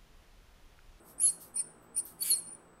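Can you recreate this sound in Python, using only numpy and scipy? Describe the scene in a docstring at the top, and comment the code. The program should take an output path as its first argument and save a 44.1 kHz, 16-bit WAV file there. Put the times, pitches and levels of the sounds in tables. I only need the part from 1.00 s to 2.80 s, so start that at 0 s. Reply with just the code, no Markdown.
"""Rubber bulb blower

A hand squeezes the bulb four times over a table in a quiet room. Each puff whistles in the nozzle,
the pitch arching with the air flow over a hiss. The last, hardest puff breaks up into rushing air,
whistles again and trails off. The bulb sucks air back in between puffs. A duller copy running
slightly ahead makes everything sound doubled and a little hollow."""
import sys
import numpy as np
from scipy import signal
from scipy.fft import rfft, irfft, next_fast_len
from scipy.io import wavfile
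from scipy.ndimage import map_coordinates

SR = 44100
rng = np.random.default_rng(int(sys.argv[2]) if len(sys.argv) > 2 else 0)


def master(y):
    """Save y as 16-bit WAV."""
    cut = np.clip(np.atleast_2d(y).T, -1, 1)
    pcm = np.round(cut * 32767)  # scale
    wavfile.write(sys.argv[1], SR, pcm.astype(np.int16))


N = 79380


def amp(db):
    """Decibels to gain."""
    return 10 ** (np.asarray(db) / 20)


def unit(x):
    """Scale to rms 1."""
    return x / np.sqrt(np.mean(x ** 2) + 1e-20)


def clock():
    """Sample times in s."""
    return np.arange(N) / SR


def along(points, hz):
    """Interpolate (freq_hz, value) points on a log frequency axis."""
    freq_hz, values = np.transpose(points)
    return np.interp(np.log(hz + 1), np.log(freq_hz + 1), values)


def wobble(rate_hz):
    """Smooth random curve, rate_hz knots a second."""
    return map_coordinates(rng.standard_normal(int(N * rate_hz / SR) + 4), [clock() * rate_hz])


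def filtered(x, response):
    """Apply a frequency response."""
    size = next_fast_len(N + SR // 2)
    return irfft(rfft(x, size) * response(np.fft.rfftfreq(size, 1 / SR)), size)[:N]


def noise(spectrum):
    """Coloured noise, rms 1."""
    return unit(filtered(rng.standard_normal(N), lambda hz: amp(along(spectrum, hz))))


def tone(hz):
    """Sine along a pitch curve, rms 1."""
    return np.sqrt(2) * np.sin(2 * np.pi * (np.cumsum(hz) / SR + rng.random()))


def gate(start_s, length_s, rise_s, fall_s):
    """Smooth attack, hold and release."""
    t = clock() - start_s
    attack = np.sin(np.pi / 2 * np.clip(t / rise_s, 0, 1))
    release = np.sin(np.pi / 2 * np.clip((length_s - t) / fall_s, 0, 1))
    return (attack * release) ** 1.8


def swell(peak_s, rise_s, fall_s):
    """Bell envelope, at half height rise_s before and fall_s after its peak."""
    t = clock() - peak_s
    return np.exp(-.7 * np.abs(t / np.where(t < 0, rise_s, fall_s)) ** 1.7)


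def hiss(swells, spectrum):
    """Swells of coloured noise."""
    return noise(spectrum) * sum(amp(db) * swell(*timing_s) for *timing_s, db in swells)


def background():
    """Room noise, a wavering hum and a thin electrical whine."""
    # room noise spectrum: freq_hz, gain_db
    floor_spectrum = [(25, -7.5), (45, -1.5), (85, -11.5), (130, -7.5), (165, -5.5), (200, -11), (238, -3),
                      (280, -7), (340, -3), (470, -8.5), (800, -11), (1400, -12), (2000, -21), (4000, -31),
                      (7000, -37.5), (10000, -39), (13000, -41), (15500, -36)]
    hum_hz, whine_hz = 165.5, 8027
    hum = amp(-74.5 + 4.5 * wobble(12)) * tone(hum_hz + 4 * wobble(11))
    return amp(-61) * noise(floor_spectrum) + hum + amp(-75) * tone(np.full(N, whine_hz))


def ringing():
    """The room still rings from an earlier puff."""
    # ring spectrum: freq_hz, gain_db
    spectrum = [(7500, -39), (8650, 6.5), (9500, -13.5), (10400, -8), (11200, -40)]
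    t60_s = .4
    return noise(spectrum) * amp(-68 - 60 * clock() / t60_s)


def room(x):
    """Near reflections from the table top, then a short diffuse tail."""
    # reverberation time: freq_hz, t60_s
    decay = [(300, .4), (2500, 0.8), (4300, 0.35), (6000, 0.5), (9000, 0.34), (12000, 0.26), (15000, .3)]
    early_db, tail_db, early_t20_s = -7, -13.5, .022
    hz, frame_s, bins = signal.stft(rng.standard_normal(SR // 2), SR, nperseg=256)
    tail = signal.istft(bins * amp(-60 * frame_s / along(decay, hz)[:, None]), SR, nperseg=256)[1]
    t = np.arange(len(tail)) / SR
    early = rng.standard_normal(len(t)) * amp(-20 * t / early_t20_s) * (t > .001)
    response = amp(tail_db) * tail / np.linalg.norm(tail) + amp(early_db) * early / np.linalg.norm(early)
    return signal.fftconvolve(x, response)[:N]


def seep():
    """Faint high hiss as the fingers ease."""
    # seeping air: peak_s, rise_s, fall_s, level_db
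    swells = [(.835, 0.018, 0.023, -70.5)]
    # seep spectrum: freq_hz, gain_db
    spectrum = [(9000, -22), (12200, -13), (13300, -18), (14400, 0), (15300, -14)]
    return hiss(swells, spectrum)


def intake():
    """The bulb draws air back in; its inlet valve peeps."""
    # indrawn air: peak_s, rise_s, fall_s, level_db
    swells = [(.1, 0.035, 0.029, -57), (.418, 0.013, 0.042, -50), (1.066, 0.009, 0.044, -51)]
    # inlet spectrum: freq_hz, gain_db
    spectrum = [(1500, -31), (3000, -21.5), (5500, -14), (7200, -18), (9200, -2), (10500, -15), (11400, 0),
                (12300, -2), (13000, -21.5), (13700, -11.5), (15500, -12)]
    # valve peeps: start_s, length_s, first_hz, last_hz, level_db
    peeps = [(1.051, 0.0098, 11850, 12270, -44.5), (1.057, .005, 12460, 12900, -45)]
    return hiss(swells, spectrum) + chirps(peeps)


def paper_rush():
    """Air from the hardest squeeze rushes over paper."""
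    # rushing air: peak_s, rise_s, fall_s, level_db
    swells = [(1.27, 0.028, 0.042, -50)]
    # rush spectrum: freq_hz, gain_db
    spectrum = [(700, -35), (1400, -9.5), (1900, -9.5), (2230, 1.5), (2500, -5.5), (2850, -1), (3500, -1.5),
                (4200, -12.5), (9000, -22.5)]
    return hiss(swells, spectrum)


def nozzle_jet():
    """The jet hisses and flutters, with fizz above 11 kHz, most on the hardest squeeze."""
    # air leaving the nozzle: peak_s, rise_s, fall_s, jet_db, fizz_db
    puffs = [(.255, 0.028, 0.054, -44, -66), (.588, .02, .024, -54, -78), (.986, 0.013, 0.01, -54.5, -58),
             (1.266, 0.029, 0.049, -35.5, -45.5)]
    # jet spectrum: freq_hz, gain_db
    jet_spectrum = [(500, -50.5), (1200, -32.5), (2250, -22.5), (2900, -24), (4000, -27), (4600, -8),
                    (5800, -25), (6600, -12), (7600, -12.5), (8700, -2), (9300, -4), (10400, 0),
                    (11500, -4.5), (12800, -11), (15500, -29.5)]
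    # fizz spectrum: freq_hz, gain_db
    fizz_spectrum = [(9000, -40.5), (11300, -5.5), (12400, -6), (12950, -5.5), (13300, 13), (13650, -18.5),
                     (14100, -1.5), (14600, -14), (15700, -15)]
    jet = unit(noise(jet_spectrum) * amp(1.1 * wobble(250)))
    fizz = unit(noise(fizz_spectrum) * amp(-1.5 * wobble(180)))
    return sum(swell(*timing_s) * (amp(jet_db) * jet + amp(fizz_db) * fizz)
               for *timing_s, jet_db, fizz_db in puffs)


def nozzle_pipe():
    """The nozzle's low pipe note swells at moderate flow and sags in pitch."""
    # pipe notes: peak_s, rise_s, fall_s, pitch_hz, level_db
    notes = [(0.283, 0.023, 0.0073, 4285, -41.5), (0.594, .016, 0.007, 4240, -54.5),
             (0.994, .015, .005, 4263, -57.5), (1.227, 0.0032, 0.00593, 4500, -36.5),
             (1.32, 0.009, 0.018, 4308, -31)]
    sag_hz_per_s, waver_hz = 2100, 24.5
    out = np.zeros(N)
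    for peak_s, rise_s, fall_s, hz, db in notes:
        sag_hz = sag_hz_per_s * np.clip(clock() - peak_s, -.05, .02)
        out += amp(db) * swell(peak_s, rise_s, fall_s) * tone(hz - sag_hz + waver_hz * wobble(300))
    return out


def whistle(hz, db):
    """Air whistle shaken by turbulence; a second oscillation puts a faint line on either side."""
    break_hz, starved_db, waver_hz = 10950, -38.5, 22
    side_offset_hz, breath_width_hz = 3885, 400
    # the pitch frays when too high or starved of air
    smear_hz = .14 * np.maximum(hz - break_hz, 0) + 4.5 * np.maximum(starved_db - db, 0)
    hz = hz + waver_hz * wobble(400) + smear_hz * wobble(1000)
    sides = amp(-23.5) * tone(hz - side_offset_hz) + amp(-31.5) * tone(hz + side_offset_hz)
    side_gain = amp(.32 * (db + 26.5))  # side lines grow faster than the whistle
    breath_hz = 2480 + .45 * (hz - 9450)  # a turbulence band follows the pitch
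    breath = amp(-33) * tone(breath_hz + breath_width_hz / 2 * wobble(1000)) * wobble(breath_width_hz)
    voice = tone(hz) + side_gain * sides * (1 + .29 * wobble(500)) + breath
    flutter_db = -.43 * wobble(150)
    roughness = 1 + .059 * wobble(1500)
    return voice * amp(db + flutter_db) * roughness


def chirps(rows):
    """Short whistles that glide and settle on their last pitch."""
    out = np.zeros(N)
    for start_s, length_s, first_hz, last_hz, db in rows:
        remaining = 1 - np.clip((clock() - start_s) / length_s, 0, 1)
        hz = last_hz + (first_hz - last_hz) * remaining ** 1.6
        out += whistle(hz, db) * gate(start_s, length_s, .27 * length_s, .67 * length_s)
    return out


def nozzle_whistle():
    """The whistle arches with the squeeze; brief higher stages sound as the flow builds and ebbs."""
    # main whistle, one curve per unbroken stretch: time_s, pitch_hz, level_db
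    curves = [
        [(.197, 8400, -54), (.201, 8860, -32.5), (.207, 9400, -30.5), (.216, 9650, -33.5), (.222, 10680, -27),
         (.243, 11010, -25), (.272, 10830, -23.5), (.277, 10420, -26), (.288, 9800, -27.5), (.303, 8650, -32.5),
         (.31, 8130, -50)],
        [(.557, 8400, -47.5), (.562, 8880, -32.5), (.573, 9510, -32.5), (.587, 9290, -34.5), (.6, 9360, -25.5),
         (.606, 8840, -32.5), (.616, 8440, -37)],
        [(.961, 8520, -50.5), (.965, 8850, -33), (.974, 9440, -31.5), (.986, 9720, -29.5), (.996, 9300, -32),
         (1.001, 8680, -30), (1.005, 7800, -57)],
        [(1.206, 8900, -59), (1.21, 9270, -34.5), (1.215, 9620, -35), (1.224, 11210, -29), (1.231, 12600, -38),
         (1.238, 13200, -41)],
        [(1.297, 11620, -37.5), (1.301, 11540, -25), (1.317, 10720, -24.5), (1.321, 10500, -26.5),
         (1.331, 10110, -29), (1.334, 9480, -25), (1.344, 9530, -26), (1.351, 9040, -37.5), (1.37, 8540, -34),
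         (1.382, 8030, -50)],
        [(1.412, 9500, -46.5), (1.45, 8790, -54.5), (1.48, 9410, -43.5), (1.505, 8930, -52),
         (1.525, 9560, -45.5), (1.545, 9700, -54), (1.551, 9450, -42.5), (1.556, 8800, -63)],
    ]
    # higher stages: start_s, length_s, first_hz, last_hz, level_db
    stages = [ (.188, 0.0079, 9500, 12100, -57.5), (.204, .018, 11400, 13840, -52),
              (.549, 0.012, 9500, 12100, -48.5), (.572, 0.035, 10410, 10340, -42.5),
              (.616, 0.013, 10200, 10400, -46), (.948, 0.031, 9200, 11770, -55),
              (.972, 0.031, 10360, 10510, -35), (.975, 0.017, 11400, 12100, -47),
              (1.203, 0.02, 11000, 13270, -54), (1.381, .024, 11150, 10470, -35.5)]
    edge_s = .00099
    out, t = np.zeros(N), clock()
    for curve in curves:
        time_s, hz, db = np.transpose(curve)
        envelope = gate(time_s[0] - edge_s, time_s[-1] - time_s[0] + 2 * edge_s, edge_s, edge_s)
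        out += whistle(np.interp(t, time_s, hz), np.interp(t, time_s, db)) * envelope
    return out + chirps(stages)


def scene():
    """The blower in its room."""
    blower = nozzle_whistle() + nozzle_pipe() + nozzle_jet() + paper_rush() + intake() + seep()
    return (blower + room(blower) + ringing() + background())[None]


def record(dry):
    """A second, duller pickup is mixed in slightly ahead; the sum is band-limited."""
    # second pickup response: freq_hz, gain_db
    lead_colour = [(100, -5.5), (900, -1), (1600, -7.5), (4300, -18.5), (9000, -16), (12000, -21.5)]
    lead_s, cutoff_hz = .01743, 15750

    def response(hz):
        lead = amp(along(lead_colour, hz)) * np.exp(2j * np.pi * hz * lead_s)
        return (1 + lead) * (hz < cutoff_hz)

    return filtered(dry[0], response)[None]


dry = scene()
out = record(dry)
master(out)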